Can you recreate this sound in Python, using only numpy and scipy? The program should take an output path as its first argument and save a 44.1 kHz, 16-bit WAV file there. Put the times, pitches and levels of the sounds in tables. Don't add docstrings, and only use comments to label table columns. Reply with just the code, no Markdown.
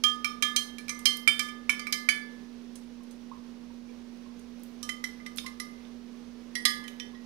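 import sys
import numpy as np
from scipy import signal
from scipy.fft import rfft, irfft
from scipy.io import wavfile

SR = 44100
rng = np.random.default_rng(int(sys.argv[2]) if len(sys.argv) > 2 else 0)


def elevation(decibels):
    levels = np.asarray(decibels, float)
    return 10 ** (levels / 20)


def wav_out(sig):
    wavfile.write(sys.argv[1], SR, np.round(np.clip(np.atleast_2d(sig).T, -1, 1) * 32767).astype(np.int16))


N = 319725


def at_time(points, s):
    return np.interp(s, *np.transpose(points))


def at_hz(points, hz):
    table_hz, value = np.transpose(points)
    return np.interp(np.log(hz + 1), np.log(table_hz), value)


def shaped(x, points):
    gain = elevation(at_hz(points, np.fft.rfftfreq(len(x), 1 / SR)))
    return irfft(rfft(x) * gain, len(x))


def bandpass(lo_hz, hi_hz):
    return signal.butter(2, [lo_hz, hi_hz], "band", fs=SR, output="sos")


def add_ring(out, s, modes, rise_s=0.00049):
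    at = round(s * SR)
    for hz, db, t60 in modes:
        r, w = elevation(-60 / (t60 * SR)), 2 * np.pi * hz / SR
        blow = signal.unit_impulse(min(N - at, round(t60 * SR)))
        ring = signal.lfilter([0, elevation(db) * np.sin(w)], [1, -2 * r * np.cos(w), r * r], blow)
        out[at:at + len(blow)] += ring * (1 - np.exp(-np.arange(len(blow)) / (rise_s * SR)))


def add_crack(out, s, db, lo_hz, hi_hz, decay_s):
    at, t = round(s * SR), np.arange(3000) / SR
    burst = rng.standard_normal(3000) * np.exp(-t / decay_s) * np.clip(t / 0.00007, 0, 1)
    out[at:at + 3000] += elevation(db) * signal.sosfilt(bandpass(lo_hz, hi_hz), burst)


# [t/s, wall ring f/Hz, lower twin of the first ring level/dB]
SWIRL = [(.038, 3181, -18), (.246, 3154, -3), (.425, 3181, 3), (.563, 3162, 2), (.883, 3140, 0),
         (1.056, 3143, 6), (1.276, 3119, -8), (1.393, 3133, -8), (1.695, 3079, -8), (1.925, 3111, -6),
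         (2.088, 3057, 10), (4.83, 3100, -20), (7, 3088, -20)]


def pitch(s):
    times, wall, twin = np.transpose(SWIRL)
    wall_hz = np.interp(s, times, wall)
    shift = wall_hz - 3140
    return wall_hz, 1221 + .22 * shift, 2330 + .6 * shift, np.interp(s, times, twin)


# [t/s, first ring level/dB, wall ring level/dB, dull knock level/dB, bright contact level/dB]
WALL_CLINKS = [(0.0374, -22, -10.5, -34, -22), (0.245, -29, -30.5, -28, -29.5),
               (0.4239, -30, -17, -30, -21.5), (0.562, -55, -18, -34.5, -19),
               (0.7832, -54, -54, -46, -41.5), (.882, -78, -52, -42, -40.5),
               (0.8934, -40.5, -48, -36.5, -30.5), (1.0554, -42.5, -11.5, -34, -17),
               (1.2756, -52, -13.5, -17, -21), (1.3934, -32.5, -24.5, -31, -26.5),
               (1.486, -70, -40, -47, -46), (1.6942, -49, -28, -20.5, -25.5),
               (1.7942, -37, -38, -41.5, -38.5), (1.8686, -40.5, -68, -34.5, -39),
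               (1.925, -35.5, -28.5, -35, -21), (2.0881, -55.5, -24, -18, -24)]
# [t/s, first ring level/dB, wall ring level/dB, floor ring level/dB, bright contact level/dB]
FLOOR_CLINKS = [(4.8287, -39.5, -40, -74, -34), (4.8915, -41.5, -29, -35, -34),
                (5.0403, -49, -40.5, -34, -32), (5.2002, -50, -63, -54.5, -64),
                (5.263, -47, -49, -43.5, -44.5), (5.382, -61, -44, -71, -35), (5.463, -45.5, -51, -43, -39),
                (5.5995, -39, -49, -42, -34), (6.553, -52, -46, -38.5, -33.5), (6.6525, -26, -28, -30, -17),
                (6.8393, -69, -43, -55, -51), (6.9987, -55, -34.5, -72, -42.5)]


def clinks():
    on_wall = [(s, first, wall, knock, knock - 43, contact, max(0, contact - knock - 8))
               for s, first, wall, knock, contact in WALL_CLINKS]
    on_floor = [(s, first, wall, floor - 19, floor, contact, 3.0)
                for s, first, wall, floor, contact in FLOOR_CLINKS]
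    return on_wall + on_floor


# [t/s, t60/s]
GRIP_T60 = [(0, 0.53), (2.2, 0.7), (4.8, 0.76), (7, 0.63)]


def wall_rings():
    out = np.zeros(N)
    beat_hz, wall_t60 = 4.2, 0.35
    for s, first, wall, _, _, _, sharp in clinks():
        wall_hz, first_hz, _, twin = pitch(s)
        grip_s = at_time(GRIP_T60, s)
        partner = wall - 12 - 4.0 * sharp
        modes = [(first_hz, first - 1, grip_s),
                 (.976 * first_hz, first + twin - 1, grip_s),
                 (wall_hz - beat_hz / 2, wall - 5, wall_t60),
                 (wall_hz + beat_hz / 2, wall - 9, wall_t60),
                 (.982 * wall_hz, wall - 22, .12),
                 (1.143 * wall_hz, partner - 2, 0.46)]
        add_ring(out, s + .0006, modes, rise_s=0.002)
    return out


def knocks():
    out, hits = np.zeros(N), clinks()
    floor_hz = 2046
    for (s, _, _, knock, floor, _, _), luck in zip(hits, rng.normal(0, 1, (len(hits), 3))):
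        knock_hz, heavier = pitch(s)[2], max(knock, floor)
        modes = [(knock_hz, knock + 6, 0.051),
                 (knock_hz, knock - 20, .2),
                 (knock_hz * .975, knock - 14.5 + 3 * luck[0], .07),
                 (knock_hz * 1.035, knock - 14 + 3 * luck[1], .06),
                 (floor_hz + 15 * luck[0], floor + 5, 0.1),
                 (floor_hz - 45 + 15 * luck[1], floor - 8.5, 0.1),
                 (1420 + 60 * luck[2], heavier - 17, .05)]
        add_ring(out, s, modes)
        add_crack(out, s, heavier - 4, 600, 2850, 0.006)
    return out


# [t/s, level/dB, f/Hz]
CLACKS = [(4.8914, -40, 3050), (5.0438, -44, 3220), (5.2625, -41.5, 3620), (5.3742, -49, 3140),
          (5.3857, -25.5, 3620), (5.462, -43.5, 2810), (5.852, -50, 3640), (6.5543, -33, 3260),
          (6.6535, -19, 3390), (6.8819, -35.5, 3030), (7, -35, 3480)]


def clacks():
    out = np.zeros(N)
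    on_wall = [(s, contact - 11, pitch(s)[0]) for s, *_, contact in WALL_CLINKS]
    on_damped = [(s - .0012, db, hz) for s, db, hz in CLACKS]
    for s, db, hz in on_wall + on_damped:
        add_ring(out, s, [(hz, db + 1.5, .03)])
        add_crack(out, s, db + 8, 2280, 4860, 0.0022)
    return out


# [f/Hz, level/dB, t60/s]
FOUR_KHZ = [(3960, -2, .06), (4150, -7, .13), (4270, -7, .05)]
# [f/Hz, level/dB, t60/s]
FIVE_KHZ = [(5230, 0, .045), (5060, -8, .06), (5290, -18, .15)]
# [f/Hz, level/dB, t60/s]
TICK_MODES = [(6405, -6, 0.06), (7080, -78, 0.0083), (8240, -2.5, 0.031), (9320, -3.5, 0.037),
              (10210, 4, 0.014), (10060, -2, 0.06)]
# [t/s, level/dB, airy edge level/dB]
GRAZES = [(0.9903, -42, -40), (1.1697, -46, -27), (2.7551, -40.5, -60), (3.0344, -59, -56),
          (3.11, -50.5, -57), (4.393, -55, -54), (4.596, -60, -64), (4.634, -59, -38.5), (5.3606, -52, -37),
          (5.372, -35.5, -36), (5.4394, -53, -58), (6.879, -44.5, -40)]


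def contact_bursts():
    out = np.zeros(N)
    hits = [(s, contact, contact, max(knock, floor) - contact) for s, _, _, knock, floor, contact, _ in clinks()]
    hits += [(s, db, db - 20, 0) for s, db, _ in GRAZES]
    for (s, tick, body, heavy), luck in zip(hits, rng.normal(0, 1, (len(hits), 2, 12))):
        four = body - 10.5 - 0.34 * np.clip(heavy, -12, 8)
        groups = [(FOUR_KHZ, four), (FIVE_KHZ, body + 0.5), (TICK_MODES, tick + 1.8)]
        modes = [(hz, db + level, t60) for group, level in groups for hz, db, t60 in group]
        varied = [(hz * (1 + hz * 3e-6 * detune), db + 3.5 * share, t60)
                  for (hz, db, t60), detune, share in zip(modes, *luck)]
        add_ring(out, s, varied, rise_s=0.0013)
        add_crack(out, s, body + 0.82, 3780, 6400, 0.01)
        add_crack(out, s, tick + 4, 3700, 9500, 0.0064)
        add_crack(out, s, tick - 7, 5900, 20500, 0.017)
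        add_crack(out, s, tick + 9, 8500, 15300, 0.0013)
    for s, _, airy in GRAZES:
        add_crack(out, s, airy + 9, 9600, 16500, 0.003)
    return out


# [t/s, stem ring level/dB, bowl ring level/dB, neck ring level/dB, tip burst level/dB]
SPOON = [(.0365, -32.5, -48, -33, -25), (.2455, -43, -61, -66, -39), (.4238, -25.5, -37, -40, -33),
         (.5623, -38.5, -44.5, -48, -20.5), (.7826, -43, -75, -70, -65), (.8929, -42, -36.5, -46, -24),
         (1.0545, -36.5, -32, -43, -17.5), (1.2755, -30.5, -48, -29, -37), (1.3933, -30, -39.5, -40, -27),
         (1.6942, -31, -49, -55, -31), (1.7948, -76, -38.5, -38, -37), (1.8684, -69, -47, -46, -57),
         (1.925, -33, -32.5, -35, -27.5), (2.0884, -23.5, -37.5, -26.5, -31),
         (4.8287, -52, -67, -56, -32.5), (4.8915, -64, -49, -50, -53), (5.0405, -50, -61, -52, -31.5),
         (5.262, -54, -66, -61, -44), (5.463, -51, -61, -52, -53), (5.5995, -51, -44, -44, -34.5),
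         (6.553, -48, -66, -34.5, -28), (6.6525, -27.5, -31, -31, -40), (6.9985, -51, -53, -62, -34)]
# [t/s, f/Hz]
STEM_HZ = [(0, 1732), (2.2, 1728), (5, 1719), (6.7, 1711)]


def spoon_stem():
    out = np.zeros(N)
    for s, stem, bowl, *_ in SPOON:
        hz = at_time(STEM_HZ, s)
        add_ring(out, s + .0006, [(hz, stem - 2, 0.6), (1.204 * hz, bowl, 0.63)], rise_s=0.0027)
    return out


# [t/s, f/Hz]
TIP_HZ = [(0, 5953), (2.2, 6150), (4.8, 5690), (7, 5680)]


def spoon_tip():
    out = np.zeros(N)
    for s, _, _, neck, tip in SPOON:
        hz = at_time(TIP_HZ, s)
        modes = [(hz, tip + 4, .045), (hz * 1.01, tip - 14, .12), (1.54 * pitch(s)[0], neck + 3, 0.086)]
        add_ring(out, s, modes, rise_s=.0007)
    return out


# [t/s, low ring level/dB, upper rings level/dB]
RIM_HITS = [
    (6.554, -28.5, -37),
    (6.653, -25, -16.5),
    (6.842, -43.5, -78),
    (7.0, -45, -70),
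    (7.147, -49, -55),
]
# [f/Hz, level/dB, t60/s]
RIM_MODES = [(2864, -14, .06), (3386, 1, .13), (3530, -3, .09), (3700, -10, .05), (3975, -2, .09),
             (4309, -10, .12), (4560, -12, .05), (5042, -5, .2), (5138, -11, .2), (5800, -14, .08)]


def rim():
    out = np.zeros(N)
    for s, low, upper in RIM_HITS:
        add_ring(out, s, [(1921, low, .3)] + [(hz, upper + level, t60) for hz, level, t60 in RIM_MODES])
    return out


# [t/s, level/dB, start f/Hz, rise per s, t60/s]
DROPS = [
    (3.004, -44, 1020, 9.1, 0.039),
    (3.314, -27, 923, 24, 0.041),
    (3.701, -46, 900, 7.5, 0.056),
    (3.906, -40.5, 472, 0.73, 0.12),
    (3.89, -43, 2350, 1, 0.035),
    (4.26, -35, 1030, 7.7, 0.021),
    (5.443, -38.5, 1014, 2.9, 0.18),
    (6.825, -34, 1030, 4.3, 0.019),
    (7.134, -42, 1030, 7.2, 0.035),
]


def drops():
    out, t = np.zeros(N), np.arange(4000) / SR
    for s, db, hz, rise, t60 in DROPS:
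        envelope = elevation(db - 60 * t / t60) * np.clip(t / 0.0043, 0, 1)
        out[round(s * SR):][:4000] += envelope * np.sin(2 * np.pi * hz * (t + rise * t * t / 2))
    return out


# [f/Hz, t60/s]
ROOM_T60 = [(500, 0.54), (1000, 0.46), (2000, 0.24), (4000, 0.36), (8000, 0.3), (16000, 0.37)]


def kitchen(x):
    t, tails = np.arange(SR // 2) / SR, 0
    for low in 350 * 2. ** np.arange(6):
        band = bandpass(low, min(2 * low, 20000))
        decay = elevation(-60 * t / at_hz(ROOM_T60, np.sqrt(2) * low))
        tails = tails + signal.sosfilt(band, rng.standard_normal((2, len(t)))) * decay
    tails = tails * np.clip(t / 0.0015, 0, 1)
    tails = tails / np.sqrt(np.sum(tails[0] ** 2))
    return signal.fftconvolve(x[None], tails, axes=1)[:, :N]


def noise(points):
    return shaped(rng.standard_normal(N), points) * np.sqrt(SR / 2)


def drift(rate_hz):
    lowpass = signal.butter(1, rate_hz, fs=SR / 100, output="sos")
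    slow = signal.sosfiltfilt(lowpass, rng.standard_normal(N // 100 + 1002))[500:-500]
    return np.interp(np.arange(N) / 100, np.arange(len(slow)), slow / slow.std())


# [f/Hz, rms level/dB]
HUM = [(59.8, -69.5), (240.0, -42), (480.0, -66.5)]
# [f/Hz, level/dB per Hz]
AIR = [(25, -110), (42, -104), (60, -74.5), (82, -99), (108, -82), (140, -90.5), (200, -75.5), (300, -81),
       (460, -80), (650, -90), (1050, -91.5), (1400, -94.5), (2500, -96), (5800, -99)]
# [f/Hz, level/dB]
AIR_TOP = [(6000, 1.5), (7500, -9.5), (10500, -10), (16000, -20.5)]


def fridge():
    t, hum = np.arange(N) / SR, 0
    for hz, db in HUM:
        hum = hum + elevation(db + 0.43 * drift(8.4)) * np.sqrt(2) * np.sin(2 * np.pi * hz * t)
    return hum + shaped(noise(AIR), AIR_TOP) * elevation(.7 * drift(4))


# [f/Hz, level/dB]
JUG_TONE = [(500, -5.5), (1000, 4), (1300, 11.5), (10500, -5), (13000, -3.5), (16000, -20.5)]
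# [f/Hz, level/dB]
COVER = [(100, -21), (240, -19), (1200, -23), (1730, -30.5), (2080, -19.5), (2320, -28.5), (3140, -29),
         (3600, -23.5), (5200, -27.5), (8000, -31.5), (14000, -32.5)]
# [f/Hz, level/dB per Hz]
HISS = [(25, -110), (60, -97), (200, -100), (500, -98.5), (1000, -102), (5500, -109), (8000, -120),
        (16000, -125)]


def scene():
    rings = wall_rings() + spoon_stem()
    strikes = knocks() + clacks() + contact_bursts() + spoon_tip()
    blows = shaped(strikes, JUG_TONE) + rim() + drops()
    wet, steady = kitchen(blows + elevation(-9) * rings), fridge()
    jug = blows + rings
    early = np.roll(jug, -12)
    left = shaped(early + elevation(7) * wet[0] + steady, COVER) + noise(HISS)
    right = jug + elevation(-6.5) * wet[1] + steady
    return np.array([left, right])


def roll_off(x):
    return signal.sosfilt(signal.butter(12, 16660, fs=SR, output="sos"), x)


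def record(dry):
    rounded = .9 * np.tanh(dry / .9) - .0004
    treble_limit = signal.cheby2(18, 50, 16450, fs=SR, output="sos")
    return roll_off(signal.sosfilt(treble_limit, rounded))


dry = scene()
out = record(dry)
wav_out(out)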